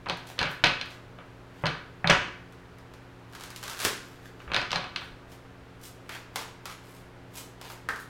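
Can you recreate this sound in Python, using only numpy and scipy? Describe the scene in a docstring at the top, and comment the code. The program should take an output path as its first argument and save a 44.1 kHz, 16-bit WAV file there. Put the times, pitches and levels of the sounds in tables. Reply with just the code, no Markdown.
"""Over a soft rush of air and a faint hum, a deck of large cards is knocked square on a wooden table.
It is cut, riffled, squared again and shuffled overhand. Card edges clack, snap and thump the table top:
sharp blows with a noisy chatter, shaped by the resonances of stack and wood. Single cards flick and slap,
packets slide as grainy filtered noise, and trapped air pops as short decaying sines.
A small live room, made of decaying noise, answers the cards."""
import sys
import numpy as np
from scipy import signal
from scipy.fft import rfft, irfft, next_fast_len
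from scipy.io import wavfile
from scipy.ndimage import uniform_filter1d, minimum_filter1d, map_coordinates

SR = 44100
rng = np.random.default_rng(int(sys.argv[2]) if len(sys.argv) > 2 else 0)


def generate_wav(signal):
    """Clip the signal to [-1, 1] and save it as 16-bit WAV at the path in sys.argv[1]."""
    frames = np.transpose(np.atleast_2d(signal))
    scaled = np.clip(frames, -1, 1) * 32767
    pcm = np.round(scaled).astype(np.int16)
    wavfile.write(sys.argv[1], SR, pcm)


N = 356769  # length in samples


def amp(db):
    """Decibels to gain."""
    return 10 ** (np.asarray(db) / 20)


def unit(x):
    """x at rms 1."""
    return x / np.sqrt(np.mean(x ** 2) + 1e-20)


def along(points, hz):
    """(Hz, value) points read on a log frequency axis."""
    f, v = np.transpose(points)
    return np.interp(np.log(hz + 1), np.log(f + 1), v)


def fade(t, t60):
    """A decay of 60 dB in t60 seconds."""
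    return np.exp(-np.log(1000) * t / np.maximum(t60, 1e-4))


def wobble(rate, size):
    """A smooth random curve, rate knots a second."""
    knots = rng.standard_normal(int(size * rate / SR) + 4)
    return map_coordinates(knots, [np.arange(size) * rate / SR])


def coloured(x, colour):
    """x through a causal, minimum-phase filter with the given spectrum."""
    size = 2 * next_fast_len(len(x) // 2 + 2048)
    spectrum = amp(along(colour, np.fft.rfftfreq(size, 1 / SR)))
    # folding the cepstrum onto positive time makes the filter minimum-phase
    cepstrum = irfft(np.log(spectrum))
    cepstrum[1:size // 2] *= 2
    cepstrum[size // 2 + 1:] = 0
    return irfft(rfft(x, size) * np.exp(rfft(cepstrum)))[:len(x)]


def resonant(colour, modes):
    """A colour lifted around each (Hz, half width Hz, dB) resonance."""
    hz = np.geomspace(60, SR / 2, 500)
    lift = sum(db / (1 + ((hz - centre) / width) ** 2) for centre, width, db in modes)
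    return np.column_stack([hz, along(colour, hz) + lift])


def softened(colour, corner_hz):
    """A soft contact passes little above its corner."""
    hz, db = np.transpose(colour)
    return np.column_stack([hz, db - 10 * np.log10(1 + (hz / corner_hz) ** 6)])


def add(track, s, sound):
    """Mix a sound into the track from time s."""
    start = int(np.clip(round(s * SR), 0, N - 1))
    track[start:start + len(sound)] += sound[:N - start]


# spectrum of the air rush: band_hz, relative_level_db
AIR_COLOUR = [(20, -8.5), (60, -1), (100, -4), (160, -7), (220, -12.5), (280, -10), (450, -8), (700, -12),
              (1500, -14), (2500, -21), (4000, -27.5), (8000, -38.5), (16000, -46.5)]
# steady hum lines: pitch_hz, level_db (rms, around which each line wavers)
HUM_LINES = [(119, -55), (179, -60), (269.5, -60.5), (360, -62.5), (448, -67.5)]


def background():
    """Filtered noise makes a steady rush of air; sines wavering in level and phase make the hum."""
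    t = np.arange(N) / SR
    air = amp(-51.5) * unit(coloured(rng.standard_normal(N), AIR_COLOUR))
    hum = np.zeros(N)
    for hz, db in HUM_LINES:
        level = amp(db + 0.41 * wobble(7, size=N))
        phase = 2 * np.pi * hz * t + 0.5 * wobble(6.3, size=N)
        hum += level * np.sin(phase)
    return air + np.sqrt(2) * hum  # a sine's peak is sqrt(2) times its rms


# decay of the room in each band, before the early lift: band_hz, t60_s
ROOM_DECAY = [(80, 0.34), (210, 0.73), (560, 0.356), (1470, 0.5596), (3880, 0.47), (7000, 0.47),
              (14000, 0.31)]


def room_tail(wet_db, gap_s=0.0028, early_db=3, early_t60=0.245):
    """The room's answer: near surfaces come first, then each band dies at its own speed."""
    hz, t, bands = signal.stft(rng.standard_normal(SR * 2 // 3), SR, nperseg=256)
    decay = fade(t, along(ROOM_DECAY, hz)[:, None])
    tail = signal.istft(bands * decay, SR, nperseg=256)[1]
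    t = np.arange(len(tail)) / SR
    onset = 1 - np.exp(-(t / gap_s) ** 2)
    tail *= onset * amp(early_db * fade(t, early_t60))
    return amp(wet_db) * tail / np.linalg.norm(tail)


def in_room(x, wet_db):
    """x followed by its own room tail."""
    response = room_tail(wet_db)
    response[0] += 1
    return signal.fftconvolve(x, response)


def contact(colour, t60, chatter_db, wet_db):
    """One sharp blow, the chatter of other cards landing, then the room; the direct part carries 1 ms at level 1."""
    tail = room_tail(wet_db)
    t = np.arange(len(tail)) / SR
    first_50_ms = slice(SR // 20)
    impulse = (t == 0).astype(float)
    chatter = rng.standard_normal(len(t)) * fade(t, t60) * (1 - np.exp(-t / 0.00064))
    force = impulse + amp(chatter_db) * chatter / np.linalg.norm(chatter)
    direct = coloured(force[first_50_ms], colour)
    # the tail is levelled by the colour of a bare impulse
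    sound = coloured(tail, colour) / np.linalg.norm(coloured(impulse[first_50_ms], colour))
    sound[:len(direct)] += direct / np.linalg.norm(direct)
    return sound * np.sqrt(SR / 1000)


# spectrum of the stack's clack: band_hz, relative_level_db
CLACK_COLOUR = [(100, 0.5), (300, -2.5), (400, -2.5), (540, 3), (700, -0.5), (1000, 2), (1550, 1.5),
                (2600, -4.5), (3500, -7.5), (5000, -35), (8000, -24.5), (16000, -36)]
# spectrum of the edge snap: multiple of the edge pitch (ratio), relative_level_db
EDGE_COLOUR = [(.07, -33.5), (.3, -3), (0.549, 1), (.75, 4), (1, 0), (1.13, -10), (1.3, -10.5), (1.55, -26),
               (1.75, -23), (2.6, -35.5), (3.6, -48.5), (7, -62)]
# upper resonances of the table top: pitch_hz, half_width_hz, lift_db
WOOD_MODES = [(363, 23.3, 3), (536, 12.2, 2.5), (587, 13.2, 5.5), (733, 25.2, 6.5), (987.7, 19.2, 6),
              (1206, 12, 5), (1500, 21, 5), (1670, 14, 5.5), (2294, 17.5, 7.5), (2564.3, 15.2, 11.5),
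              (2730, 14.5, 6.5), (2990, 14.6, 7.5), (3160, 10, 4.5), (4150, 17.5, 8.5)]
# low table top modes, each blow scattering pitch and level around them: pitch_hz, level_db, t60_s
TABLE_MODES = [(118, -12, 0.31), (140, -5, 0.313), (164.3, 1.5, 0.23), (74.8, -22, 0.103)]


def blow(clack_db, stack_hz, snap_db, edge_hz, thump_db):
    """Cards meet the table: the stack clacks, stiff edges snap and the table top booms."""
    stack = resonant(CLACK_COLOUR, [*WOOD_MODES, (stack_hz, 0.24 * stack_hz, 6)])
    stack = softened(stack, 1.37 * edge_hz)
    clack = amp(clack_db) * contact(stack, t60=0.014, chatter_db=5.5, wet_db=2.5)
    edge = resonant([(multiple * edge_hz, db) for multiple, db in EDGE_COLOUR], WOOD_MODES)
    snap = amp(snap_db) * contact(edge, t60=0.0097, chatter_db=-0.5, wet_db=-4.0)
    t = np.arange(len(clack)) / SR
    top = np.zeros(len(t))
    # the deck lands on a new spot each time, so the modes share the blow differently
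    for hz, db, t60 in TABLE_MODES:
        level = amp(db + rng.normal(0, 2.4))
        pitch_hz = hz * rng.normal(1, 0.0239)
        top += level * fade(t, t60) * np.sin(2 * np.pi * pitch_hz * t)
    thump = amp(thump_db) * top * (1 - np.exp(-t / 0.00685))
    return clack + snap + thump


# single contacts with the table, light touches just before a tap and separate knocks:
# start_s, clack_db, stack_hz (pitch of the stack), snap_db, edge_hz
SINGLE_KNOCKS = [(0.06, -32, 1210, -40, 4340), (0.381, -35.5, 1450, -38, 3800),
                 (0.429, -20, 2580, -21, 5010), (0.457, -29.5, 2200, -25.5, 3970),
                 (0.6425, -18, 2500, -10, 5030), (0.813, -30, 2300, -22.5, 4750),
                 (1.187, -36.5, 1385, -46.5, 3670), (2.0999, -9.5, 2900, -12.5, 6506),
                 (4.402, -41.5, 1320, -44.5, 3000), (4.478, -35, 1300, -48.5, 3000),
                 (4.501, -33.5, 1250, -51, 2300), (4.564, -17.5, 2130, -15.5, 5020),
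                 (4.616, -26.5, 1460, -27.5, 5550), (4.707, -36.5, 1500, -25, 4660),
                 (4.717, -28, 1410, -21.5, 5910), (4.842, -30, 1040, -31, 4470),
                 (4.961, -30, 1324, -19, 4600), (5.019, -33.5, 1500, -41, 4150)]
THUMP_DB = -20.5  # table thump of a single blow against its clack


def knocks():
    """Single blows: the harder the clack, the more the table thumps."""
    out = np.zeros(N)
    for s, clack_db, stack_hz, snap_db, edge_hz in SINGLE_KNOCKS:
        add(out, s, blow(clack_db, stack_hz, snap_db, edge_hz, clack_db + THUMP_DB))
    return out


# the deck is tapped on the table, first on a corner: start_s, clack_db, stack_hz, snap_db, corner_hz, thump_db,
# then flat: rock_s (time until flat), flat_db (clack), flat_hz (stack pitch), flat_snap_db,
# and in between: bounce_db (against the flat landing)
DECK_TAPS = [(0.0666, -26, 1000, -34, 2680, -42, 0.0312, -22, 850, -18, -4),
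             (0.391, -24.5, 2270, -15, 4700, -43.5, 0.023, -17.5, 1620, -22.5, -6),
             (0.639, -10.5, 2540, -8, 3950, -25.5, 0.03, -27.5, 2560, -15, 2.5),
             (1.638, -18, 524, -29.5, 1720, -22.5, 0.029, -22, 1600, -18, 3),
             (2.044, -18.5, 887, -18.5, 2170, -23.5, 0.03, -19, 2820, -14, -29),
             (2.0967, -8, 2900, -21, 3280, -18, 0.0115, -12, 2036, -15.5, -13),
             (4.518, -24.5, 1190, -23.5, 3370, -41, 0.0272, -21, 1580, -14.5, -3),
             (4.73, -20, 1110, -18.5, 4500, -41, 0.0287, -23, 754, -17, -6)]
# the bounce: share of the time until flat, snap against the flat snap, edge pitch, thump against the clack
BOUNCE_AT, BOUNCE_SNAP_DB, BOUNCE_EDGE_HZ, BOUNCE_THUMP_DB = 0.66, -6, 4700, -20
# landing on the whole edge: edge pitch, thump against the clack
FLAT_EDGE_HZ, FLAT_THUMP_DB = 4800, -13.5


def taps():
    """One corner lands, the deck bounces once and falls flat onto its whole edge."""
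    out = np.zeros(N)
    for (s, clack_db, stack_hz, snap_db, corner_hz, thump_db,
         rock_s, flat_db, flat_hz, flat_snap_db, bounce_db) in DECK_TAPS:
        corner = blow(clack_db, stack_hz, snap_db, corner_hz, thump_db)
        bounce = blow(flat_db, flat_hz, flat_snap_db + BOUNCE_SNAP_DB,
                      BOUNCE_EDGE_HZ, flat_db + BOUNCE_THUMP_DB)
        flat = blow(flat_db, flat_hz, flat_snap_db, FLAT_EDGE_HZ, flat_db + FLAT_THUMP_DB)
        add(out, s, corner)
        add(out, s + BOUNCE_AT * rock_s, amp(bounce_db) * bounce)
        add(out, s + rock_s, flat)
    return out


# hands press on the table and jolt its frame: start_s, level_db, pitch_hz
HAND_BUMPS = [(4.47, -31.5, 61), (5.11, -39, 35)]
FRAME_DB, FRAME_HZ = -27, 42  # each tap swings the frame too: level against its thump, pitch


def bumps():
    """The table frame gives a few slow, damped swings under each tap or press."""
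    out, t = np.zeros(N), np.arange(SR // 2) / SR
    envelope = fade(t, 0.18) * (1 - np.exp(-t / 0.0085))
    jolts = [(s, thump_db + FRAME_DB, FRAME_HZ) for s, _, _, _, _, thump_db, *_ in DECK_TAPS]
    for s, db, hz in [*HAND_BUMPS, *jolts]:
        add(out, s, amp(db) * np.sin(2 * np.pi * hz * t) * envelope)
    return out


# spectrum of a card's bright tick: band_hz, relative_level_db
FLICK_COLOUR = [(500, -34), (2000, 9), (4000, 9), (6500, 5.5), (9000, 2.5), (13000, -0.5), (16000, -7.5)]
# spectrum of a card slapping the pack: band_hz, relative_level_db
SLAP_COLOUR = [(100, -27), (250, -16), (450, -1), (1000, 4), (1600, 1), (3000, -4.5), (5000, -8),
               (9000, -26), (16000, -25.5)]


def flick(flick_db, slap_db, pack_hz):
    """A bent card lets go with a bright tick and slaps the cards below."""
    pack = resonant(SLAP_COLOUR, [(pack_hz, 0.155 * pack_hz, 6)])
    tick = amp(flick_db) * contact(FLICK_COLOUR, t60=0.016, chatter_db=-2, wet_db=0.0)
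    slap = amp(slap_db) * contact(pack, t60=0.019, chatter_db=4.0, wet_db=2.0)
    return tick + slap


# a single card flicks off the thumb or a fingertip: start_s, flick_db, slap_db
CARD_FLICKS = [(0.172, -44.5, -42), (0.272, -42, -44.5), (0.858, -48, -42), (2.524, -52, -46),
               (2.785, -53, -46.5), (2.938, -48.5, -44), (3.334, -47.5, -41), (3.351, -39.5, -37),
               (3.409, -38, -37), (3.437, -34.5, -38.5), (3.504, -38, -38.5), (3.562, -32, -48),
               (3.629, -34.5, -33), (3.638, -31.5, -35.5), (3.679, -33.5, -34.5), (3.802, -28, -30),
               (3.845, -26, -34.5), (3.85, -15.5, -21.5), (3.8534, -23, -20.5), (6.153, -46, -33),
               (7.961, -41, -39)]
FLICK_PACK_HZ = 1600  # pitch of the pack that a single card hits
# overhand shuffle, a packet drops into the palm and slides home:
# start_s, flick_db, slap_db, pack_hz (pitch of the pack), slide_db (hiss of the slide)
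PACKET_DROPS = [(6.093, -37.5, -29.5, 2200, -55), (6.3589, -24, -23, 850, -52),
                (6.6562, -32, -30.5, 1250, -55), (7.614, -37.5, -37, 905, -58.5),
                (7.701, -46, -33.5, 915, -74), (7.8886, -32.5, -29, 905, -64)]


def flicks():
    """Single cards and dropped packets each tick and slap."""
    out = np.zeros(N)
    for s, flick_db, slap_db in CARD_FLICKS:
        add(out, s, flick(flick_db, slap_db, FLICK_PACK_HZ))
    for s, flick_db, slap_db, pack_hz, _ in PACKET_DROPS:
        add(out, s, flick(flick_db, slap_db, pack_hz))
    return out


# spectrum of the bright card hiss: band_hz, relative_level_db
HISS_COLOUR = [(800, -16.5), (2500, 1.5), (4500, 2), (7000, 2), (10000, 0.5), (14000, -0.5), (16000, -7)]
# spectrum of the duller rub: band_hz, relative_level_db
RUB_COLOUR = [(100, -13), (400, -1), (1000, -5.5), (1800, -2.5), (3500, -4), (7000, -15.5), (16000, -46)]


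def friction(speed, hiss_db, rub_db, pack_hz):
    """Card faces rub as loudly as they move; tiny catches make it grainy and the pack colours it."""
    size = len(speed)
    catches = unit(amp(5 * wobble(600, size=size)))
    hiss = amp(hiss_db) * unit(coloured(catches * rng.standard_normal(size), HISS_COLOUR))
    pack = resonant(RUB_COLOUR, [(pack_hz, 0.164 * pack_hz, 9)])
    rub = amp(rub_db) * unit(coloured(catches * rng.standard_normal(size), pack))
    return in_room(speed * (hiss + rub), wet_db=0.0)


# a packet is drawn out of the deck or pushed in:
# peak_s (fastest point), hiss_db, rub_db, pack_hz (pitch of the pack), half_length_s
PACKET_SLIDES = [(0.291, -55.5, -49.5, 750, 0.0212), (0.512, -54, -66, 1520, 0.016),
                 (0.917, -66, -55, 770, 0.028), (1.6, -70.5, -60.5, 1460, 0.054),
                 (3.843, -41.5, -43, 1150, 0.034), (4.078, -64.5, -61.5, 1206, 0.072),
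                 (4.253, -63.5, -56, 1620, 0.026), (4.42, -69, -58, 1260, 0.0294),
                 (5.034, -67, -64.5, 1560, 0.04), (5.323, -59.5, -58, 790, 0.0195),
                 (5.857, -47.5, -65, 1230, 0.0213), (6.919, -61.5, -62, 1090, 0.066),
                 (7.378, -44.5, -50, 890, 0.023), (7.711, -50.5, -63, 900, 0.0173),
                 (8.005, -54.5, -61, 1630, 0.023)]
# sliding home: fastest point after the drop, half length, rub over hiss
HOME_AFTER_S, HOME_HALF_S, HOME_RUB_DB = 0.048, 0.0277, 8


def slides():
    """Friction swells and ebbs with each stroke; every dropped packet slides home just after it lands."""
    out, t = np.zeros(N), np.arange(-SR // 5, SR // 5) / SR
    home = [(s + HOME_AFTER_S, db, db + HOME_RUB_DB, pack_hz, HOME_HALF_S)
            for s, _, _, pack_hz, db in PACKET_DROPS]
    for peak_s, hiss_db, rub_db, pack_hz, half_s in [*PACKET_SLIDES, *home]:
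        speed = 1 / np.cosh(np.clip(1.3 * t / half_s, -20, 20))
        add(out, peak_s + t[0], friction(speed, hiss_db, rub_db, pack_hz))
    return out


# the two halves run off the thumbs, unevenly and fastest at the end:
# time_s, rate (cards per s), level_db, hollow_hz (pitch of the gap between the halves)
RIFFLE_CURVE = [(3.30, 38, -56, 1690), (3.36, 35.55, -43, 1000), (3.471, 42.3, -47, 1600),
                (3.60, 34, -48.5, 944), (3.65, 80, -45, 1050), (3.70, 102, -33, 1400),
                (3.765, 70, -42.5, 1800), (3.82, 160, -34, 1300), (3.857, 260, -34.5, 1550)]
# the interleaving cards rub: levels against the riffle's, pitch of the pack
RIFFLE_HISS_DB, RIFFLE_RUB_DB, RIFFLE_PACK_HZ = -22, -16.5, 1000


def riffle():
    """Between the loud flicks the other cards tick past the thumbs and flap into the hollow between the halves."""
    out = np.zeros(N)
    s, rate, db, hollow_hz = np.transpose(RIFFLE_CURVE)
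    t = np.arange(s[0], s[-1], 1 / SR)
    released = np.cumsum(np.interp(t, s, rate)) / SR  # cards let go so far
    scatter = rng.standard_normal((int(released[-1]), 2))
    for card, (late, size) in enumerate(scatter):
        when = np.interp(card + 0.35 * late, released, t)
        pitch = np.interp(when, s, hollow_hz)
        level = amp(np.interp(when, s, db) + 2.38 * size)
        tick = contact(FLICK_COLOUR, t60=0.0057, chatter_db=-3, wet_db=0)
        hollow = resonant(SLAP_COLOUR, [(pitch, 0.16 * pitch, 14)])
        flap = amp(-2.5) * contact(hollow, t60=0.0052, chatter_db=-6, wet_db=2)
        add(out, when, level * (tick + flap))
    rubbing = amp(np.interp(t, s, db))
    add(out, s[0], friction(rubbing, RIFFLE_HISS_DB, RIFFLE_RUB_DB, RIFFLE_PACK_HZ))
    return out


# resonances of trapped-air pops, several rows sounding together as one pop:
# start_s, level_db, pitch_hz, t60_s
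POP_RESONANCES = [(3.834, -37, 291.6, 0.016), (3.851, -21, 424, 0.0175), (7.891, -36, 433, 0.038),
                  (7.8881, -23, 1301, 0.023), (7.889, -22, 1570, 0.022), (7.888, -22.5, 1805, 0.017)]


def pops():
    """Air squeezed out between two packets rings as short decaying sines, and the room holds their pitch."""
    out, t = np.zeros(N), np.arange(SR // 10) / SR
    for s, db, hz, t60 in POP_RESONANCES:
        ring = amp(db) * np.sin(2 * np.pi * hz * t) * fade(t, t60)
        add(out, s, in_room(ring, wet_db=3))
    return out


def scene():
    """All the sources summed into one channel."""
    table = knocks() + taps() + bumps()
    cards = flicks() + slides() + riffle() + pops()
    return (background() + table + cards)[None]


TOP_HZ = 16100  # band limit


def record(dry):
    """A fast limiter holds down the hardest knocks; nothing is kept above the band limit."""
    needed = np.minimum(1, 0.64 / (np.abs(dry) + 1e-9))
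    # 89 samples is about 2 ms, centred so the gain dips just before each peak
    gain = uniform_filter1d(minimum_filter1d(needed, size=89), size=89)
    size = next_fast_len(N + SR // 2)
    kept = np.fft.rfftfreq(size, 1 / SR) < TOP_HZ
    return irfft(rfft(dry * gain, size) * kept, size)[:, :N]


dry = scene()
out = record(dry)
generate_wav(out)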